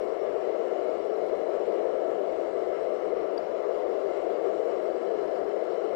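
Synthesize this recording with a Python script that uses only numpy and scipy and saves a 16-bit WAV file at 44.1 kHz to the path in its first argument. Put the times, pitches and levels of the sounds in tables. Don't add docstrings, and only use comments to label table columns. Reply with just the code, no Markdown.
import sys
import numpy as np
from scipy import signal
from scipy.fft import rfft, irfft, next_fast_len
from scipy.io import wavfile
from scipy.ndimage import uniform_filter1d, map_coordinates

SR = 44100
rng = np.random.default_rng(int(sys.argv[2]) if len(sys.argv) > 2 else 0)


def materialize(psi):
    bounded = np.clip(np.atleast_2d(psi).T, -1, 1)
    quanta = np.round(bounded * 32767).astype(np.int16)
    wavfile.write(sys.argv[1], SR, quanta)


N = 262395
UPPER_DB = -45.5


def undb(db):
    return 10 ** (np.asarray(db) / 20)


def level(x, db):
    return x * undb(db) / np.sqrt(np.mean(x ** 2))


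def walk(count):
    hold = SR // count
    steps = np.repeat(rng.standard_normal(N // hold + 1), hold)
    smooth = uniform_filter1d(uniform_filter1d(steps, hold), hold)
    return level(smooth[:N], 0)


def noise(gain):
    size = next_fast_len(N)
    hz = np.arange(size // 2 + 1) * SR / size + 1e-3
    return irfft(gain(hz) * rfft(rng.standard_normal(size)), size)[:N]


def coloured(points, shared_db, flicker_db, count, order=1):
    hz, db = np.transpose(points)
    first, last = int(order * np.log2(hz[0])), int(order * np.log2(hz[-1])) + 1
    out = 0
    for band in range(first, last + 1):
        def gain(f):
            share = np.cos(np.pi / 2 * np.clip(order * np.log2(f) - band, -1, 1))
            return share * undb(np.interp(np.log(f), np.log(hz), db)) * (f < hz[-1])
        out = out + noise(gain) * undb(flicker_db * walk(count))
    return out * undb(shared_db * walk(count))


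def resonant(modes, steep, flicker_db, count):
    out = 0
    for hz, width, db in modes:
        def gain(f):
            return (1 + ((f - hz ** 2 / f) / width) ** 2) ** -steep
        out = out + undb(db + flicker_db * walk(count)) * noise(gain)
    return out


def swayed(x, hz):
    pitch_share, db_per_khz = .004, 0.3949
    read_at = np.arange(N) + np.cumsum(pitch_share * walk(count=2))
    drifted = map_coordinates(x, [read_at], mode="mirror")
    return drifted * undb(db_per_khz * hz / 1000 * walk(count=3))


def cavity_roar():
    # resonance in Hz, width in Hz, relative level in dB.
    cavities = [(390.7, 123, -3), (453.7, 110, -3), (523, 162, -5.5), (631.5, 122, -4.5), (707, 143, -13)]
    # time in seconds, roar level in dB before gusts.
    strength = [(0, -27), (.6, -25.5), (1.3, -25.5), (1.7, -24), (2.5, -25.5), (3.5, -26), (4.3, -24.5),
                (5.2, -25.5), (5.95, -25.5)]
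    roar = level(resonant(cavities, steep=1.234, flicker_db=0.03, count=20), 0)
    return roar * undb(np.interp(np.arange(N) / SR, *np.transpose(strength)))


def shield_resonances():
    # resonance in Hz, width in Hz, relative level in dB.
    shield_modes = [(1005, 340, -2.5), (1158, 160, 1), (1320, 66, 2.5), (1418, 89, -4.5), (1686, 300, -8.5),
                    (2055, 230, -7.5), (2182, 76, -7.5), (2640, 65, -19.5), (2833, 190, -14.5),
                    (3010, 170, -14), (3410, 120, -21.5), (4025, 170, -18.5), (4646, 93, -20.5),
                    (4330, 200, -27.5), (5220, 160, -24.5), (5410, 130, -24), (5545, 110, -23),
                    (6780, 250, -33.5), (6970, 250, -32), (7170, 150, -32), (7470, 270, -32.5),
                    (7730, 210, -30), (7850, 150, -36)]
    out = 0
    for mode in shield_modes:
        ringing = resonant([mode], steep=1.0, flicker_db=1.57, count=30)
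        out = out + swayed(ringing, mode[0])
    return level(out, UPPER_DB)


def jet_noise():
    # frequency in Hz, relative density in dB.
    jet_spectrum = [(700, -24.5), (900, -1.5), (1500, -11.5), (2400, -18.5), (3600, -25), (5000, -30),
                    (6300, -35.5), (7800, -44.5), (8400, -42.5), (10000, -60)]
    jet = coloured(jet_spectrum, shared_db=0.5, flicker_db=1.5, count=12, order=5)
    return level(jet, UPPER_DB - 2.5)


def flame_flutter():
    # frequency in Hz, relative density in dB.
    flutter_spectrum = [(90, -49.5), (125, -25.5), (150, -12), (210, -2), (270, -5.5), (330, -6),
                        (400, -28)]
    return level(coloured(flutter_spectrum, shared_db=0.7, flicker_db=1.1, count=12), -51.5)


def rumble():
    # frequency in Hz, relative density in dB.
    rumble_spectrum = [(15, 2), (40, 1), (110, 1.5), (140, 0.5), (200, -40)]
    # start in seconds, length in seconds, both at the middle of the edges.
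    gaps = [(0.54, 0.26), (0.857, .05), (1.069, 0.054), (1.168, 0.037), (1.428, 0.044), (1.753, 0.055),
            (2.009, 0.044), (2.127, 0.061), (2.235, 0.054), (2.41, .04), (2.715, .09), (2.934, 0.046),
            (3.264, .1), (3.454, .035), (3.555, .055), (3.668, .055), (3.773, .075), (3.963, .035),
            (4.135, .045), (4.366, .03), (4.646, .04), (4.8, 0.11), (5.017, 0.13), (5.508, 0.16),
            (5.724, .19)]
    edge_s = .02
    t = np.arange(N) / SR
    present = 1 / (1 + np.exp(-8.0 * (walk(count=44) + 1.3)))
    for start, length in gaps:
        outside = np.abs(t - start - length / 2) - length / 2
        present = present * np.clip(outside / edge_s + .5, 0, 1)
    deep = coloured(rumble_spectrum, shared_db=0.5, flicker_db=1.5, count=20)
    return level(present * deep, -64.5)


def burner():
    upper_gust_db, roar_gust_db = 0.48, 0.1
    gust = walk(count=30)
    roar = cavity_roar() * undb(roar_gust_db * (gust + walk(count=8)))
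    upper = (shield_resonances() + jet_noise()) * undb(upper_gust_db * gust)
    return roar + upper + flame_flutter() + rumble()


def metal_ticks():
    # start in seconds, peak of the ringing in dB.
    slips = [(3.3766, -34.5)]
    # frequency in Hz, relative level in dB, spread of the swell and fade in seconds.
    metal_modes = [(2890, -14, .0015), (3280, -11, .0015), (3660, -16, .0012), (4650, 1, 0.0021),
                   (4880, -14, .0015), (5440, -13, 0.0017)]
    swells = 1.7
    snap_db, snap_s = -54, .003
    t = np.arange(SR // 20) / SR
    ring = 0
    for hz, db, spread in metal_modes:
        swell = np.exp(-.5 * ((t - swells * spread) / spread) ** 2)
        ring = ring + undb(db) * np.sin(2 * np.pi * (hz * t + rng.random())) * swell
    bright = np.diff(rng.standard_normal(len(t) + 1))
    snap = undb(snap_db) * bright * t / snap_s * np.exp(-t / snap_s)
    band = signal.butter(2, [2500, 10000], "bandpass", fs=SR, output="sos")
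    snap = signal.sosfilt(band, snap)
    out = np.zeros(N)
    for start, db in slips:
        first = int(start * SR)
        out[first:first + len(t)] += undb(db) * ring / np.abs(ring).max() + snap
    return out


def electronic_clicks():
    # seconds into the cycle, typical peak in dB.
    cycle_clicks = [(.0005, -56.5), (.0086, -53.5), (.0133, -59.5), (.0172, -60.5)]
    # seconds into the group, typical peak in dB.
    group_clicks = [(.029, -55), (.0333, -54), (.0372, -50)]
    cycle_s, cycle_jitter_s, group_jitter_s = .04, 0.0002, 0.00034
    pulses = np.zeros(N)
    for clicks, period, jitter in ((cycle_clicks, cycle_s, cycle_jitter_s),
                                   (group_clicks, 3 * cycle_s, group_jitter_s)):
        starts = np.arange(0, N / SR, period)
        for offset, db in clicks:
            time_chance, level_chance = rng.standard_normal((2, len(starts)))
            at = ((starts + offset + jitter * time_chance) * SR).astype(int)
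            pulses[np.clip(at, 0, N - 1)] += undb(db + 1.5 * level_chance)
    band = signal.butter(3, [295, 900], "bandpass", fs=SR, output="sos")
    unit_click = signal.sosfilt(band, np.arange(SR // 100) == 0)
    return signal.sosfilt(band, pulses) / unit_click.max()


def electronic_buzz():
    # centre in seconds, spread in seconds, rms at the centre in dB.
    bursts = [(0.012, 0.004, -56), (0.035, 0.006, -57), (0.152, 0.011, -58), (0.185, 0.01, -57.5),
              (0.275, 0.004, -61), (0.313, 0.007, -56), (0.386, 0.0097, -56), (0.426, 0.009, -60),
              (0.51, 0.0079, -54), (0.55, 0.008, -61), (0.677, 0.006, -60), (0.749, 0.01, -58),
              (0.787, 0.006, -58), (0.951, 0.014, -52), (0.998, 0.0086, -56), (1.032, 0.014, -56),
              (1.147, 0.007, -59), (1.236, 0.006, -55), (1.275, 0.007, -58), (1.388, 0.006, -59),
              (1.467, 0.007, -55), (1.515, 0.007, -58), (1.593, 0.006, -52.5), (1.646, 0.013, -63),
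              (1.715, 0.009, -57), (1.839, 0.009, -55), (1.934, 0.005, -55), (1.981, 0.005, -55),
              (2.07, 0.008, -56), (2.195, 0.005, -60), (2.241, 0.013, -55), (2.317, 0.007, -57),
              (2.47, 0.006, -58), (2.555, 0.006, -61), (2.598, 0.01, -59), (2.677, 0.005, -56),
              (2.849, 0.009, -56), (2.876, 0.007, -56), (2.955, 0.017, -60), (3.061, 0.007, -57),
              (3.156, 0.0076, -53), (3.195, 0.005, -57), (3.302, 0.008, -59), (3.39, 0.009, -59),
              (3.436, 0.016, -53), (3.514, 0.007, -55), (3.636, 0.0046, -56), (3.666, 0.007, -53),
              (3.755, 0.014, -54), (3.928, 0.007, -57), (4.039, 0.015, -51), (4.122, 0.007, -59),
              (4.236, 0.006, -57), (4.265, 0.008, -53), (4.354, 0.005, -59), (4.391, 0.008, -58),
              (4.475, 0.006, -57), (4.595, 0.005, -54), (4.638, 0.015, -55), (4.71, 0.006, -58),
              (4.756, 0.007, -54), (4.954, 0.012, -52), (4.981, 0.005, -58), (5.083, 0.013, -62),
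              (5.191, 0.0074, -50), (5.245, 0.011, -52), (5.307, 0.009, -53), (5.352, 0.007, -57),
              (5.434, 0.0054, -53), (5.477, 0.005, -53), (5.583, 0.007, -53), (5.67, 0.007, -56),
              (5.728, 0.008, -57), (5.793, 0.006, -59), (5.825, 0.004, -54), (5.848, 0.006, -53)]
    # frequency in Hz, width in Hz, relative level in dB.
    buzz_lines = [(346, 40, -8), (686, 46, -6.5), (1016, 50, 2.5), (1480, 40, -4.5), (1725, 34, -6),
                  (1960, 60, -11), (2420, 50, -16), (2840, 40, -13.5), (4220, 40, -23.5), (5598, 40, -18.5),
                  (1300, 1000, -11.5)]
    t = np.arange(N) / SR
    gate = sum(undb(db) * np.exp(-.5 * ((t - centre) / spread) ** 2) for centre, spread, db in bursts)
    return gate * level(resonant(buzz_lines, steep=2.3, flicker_db=0.5, count=60), 0)


def faint_hiss():
    # frequency in Hz, relative density in dB.
    hiss_spectrum = [(20, -29), (110, -23), (280, -4.5), (400, -0.5), (700, -5), (1050, -1), (1500, -4),
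                     (2500, -7.5), (4000, -14.5), (7000, -20.5), (9500, -28), (12000, -34), (15300, -40)]
    return level(coloured(hiss_spectrum, shared_db=0.8, flicker_db=1.5, count=40), -61)


def top_hiss(shared_db, flicker_db, rms_db):
    # frequency in Hz, relative density in dB.
    treble_spectrum = [(6500, -31.5), (8500, -2), (10500, -5.5), (11500, -5.5), (12400, -4.5), (13200, -9),
                       (14000, -5.5), (14500, -14.5), (15300, -16)]
    return level(coloured(treble_spectrum, shared_db, flicker_db, count=50, order=12), rms_db)


def scene():
    both_top = top_hiss(shared_db=1.0, flicker_db=4.5, rms_db=-84)
    left_top = top_hiss(shared_db=0.5, flicker_db=2.5, rms_db=-86.5)
    left = burner() + metal_ticks() + left_top + both_top
    right = faint_hiss() + electronic_clicks() + electronic_buzz() + both_top
    return np.array([left, right])


def record(dry):
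    low_pass = signal.ellip(10, .2, 80, 15380, fs=SR, output="sos")
    return signal.sosfilt(low_pass, dry)


dry = scene()
out = record(dry)
materialize(out)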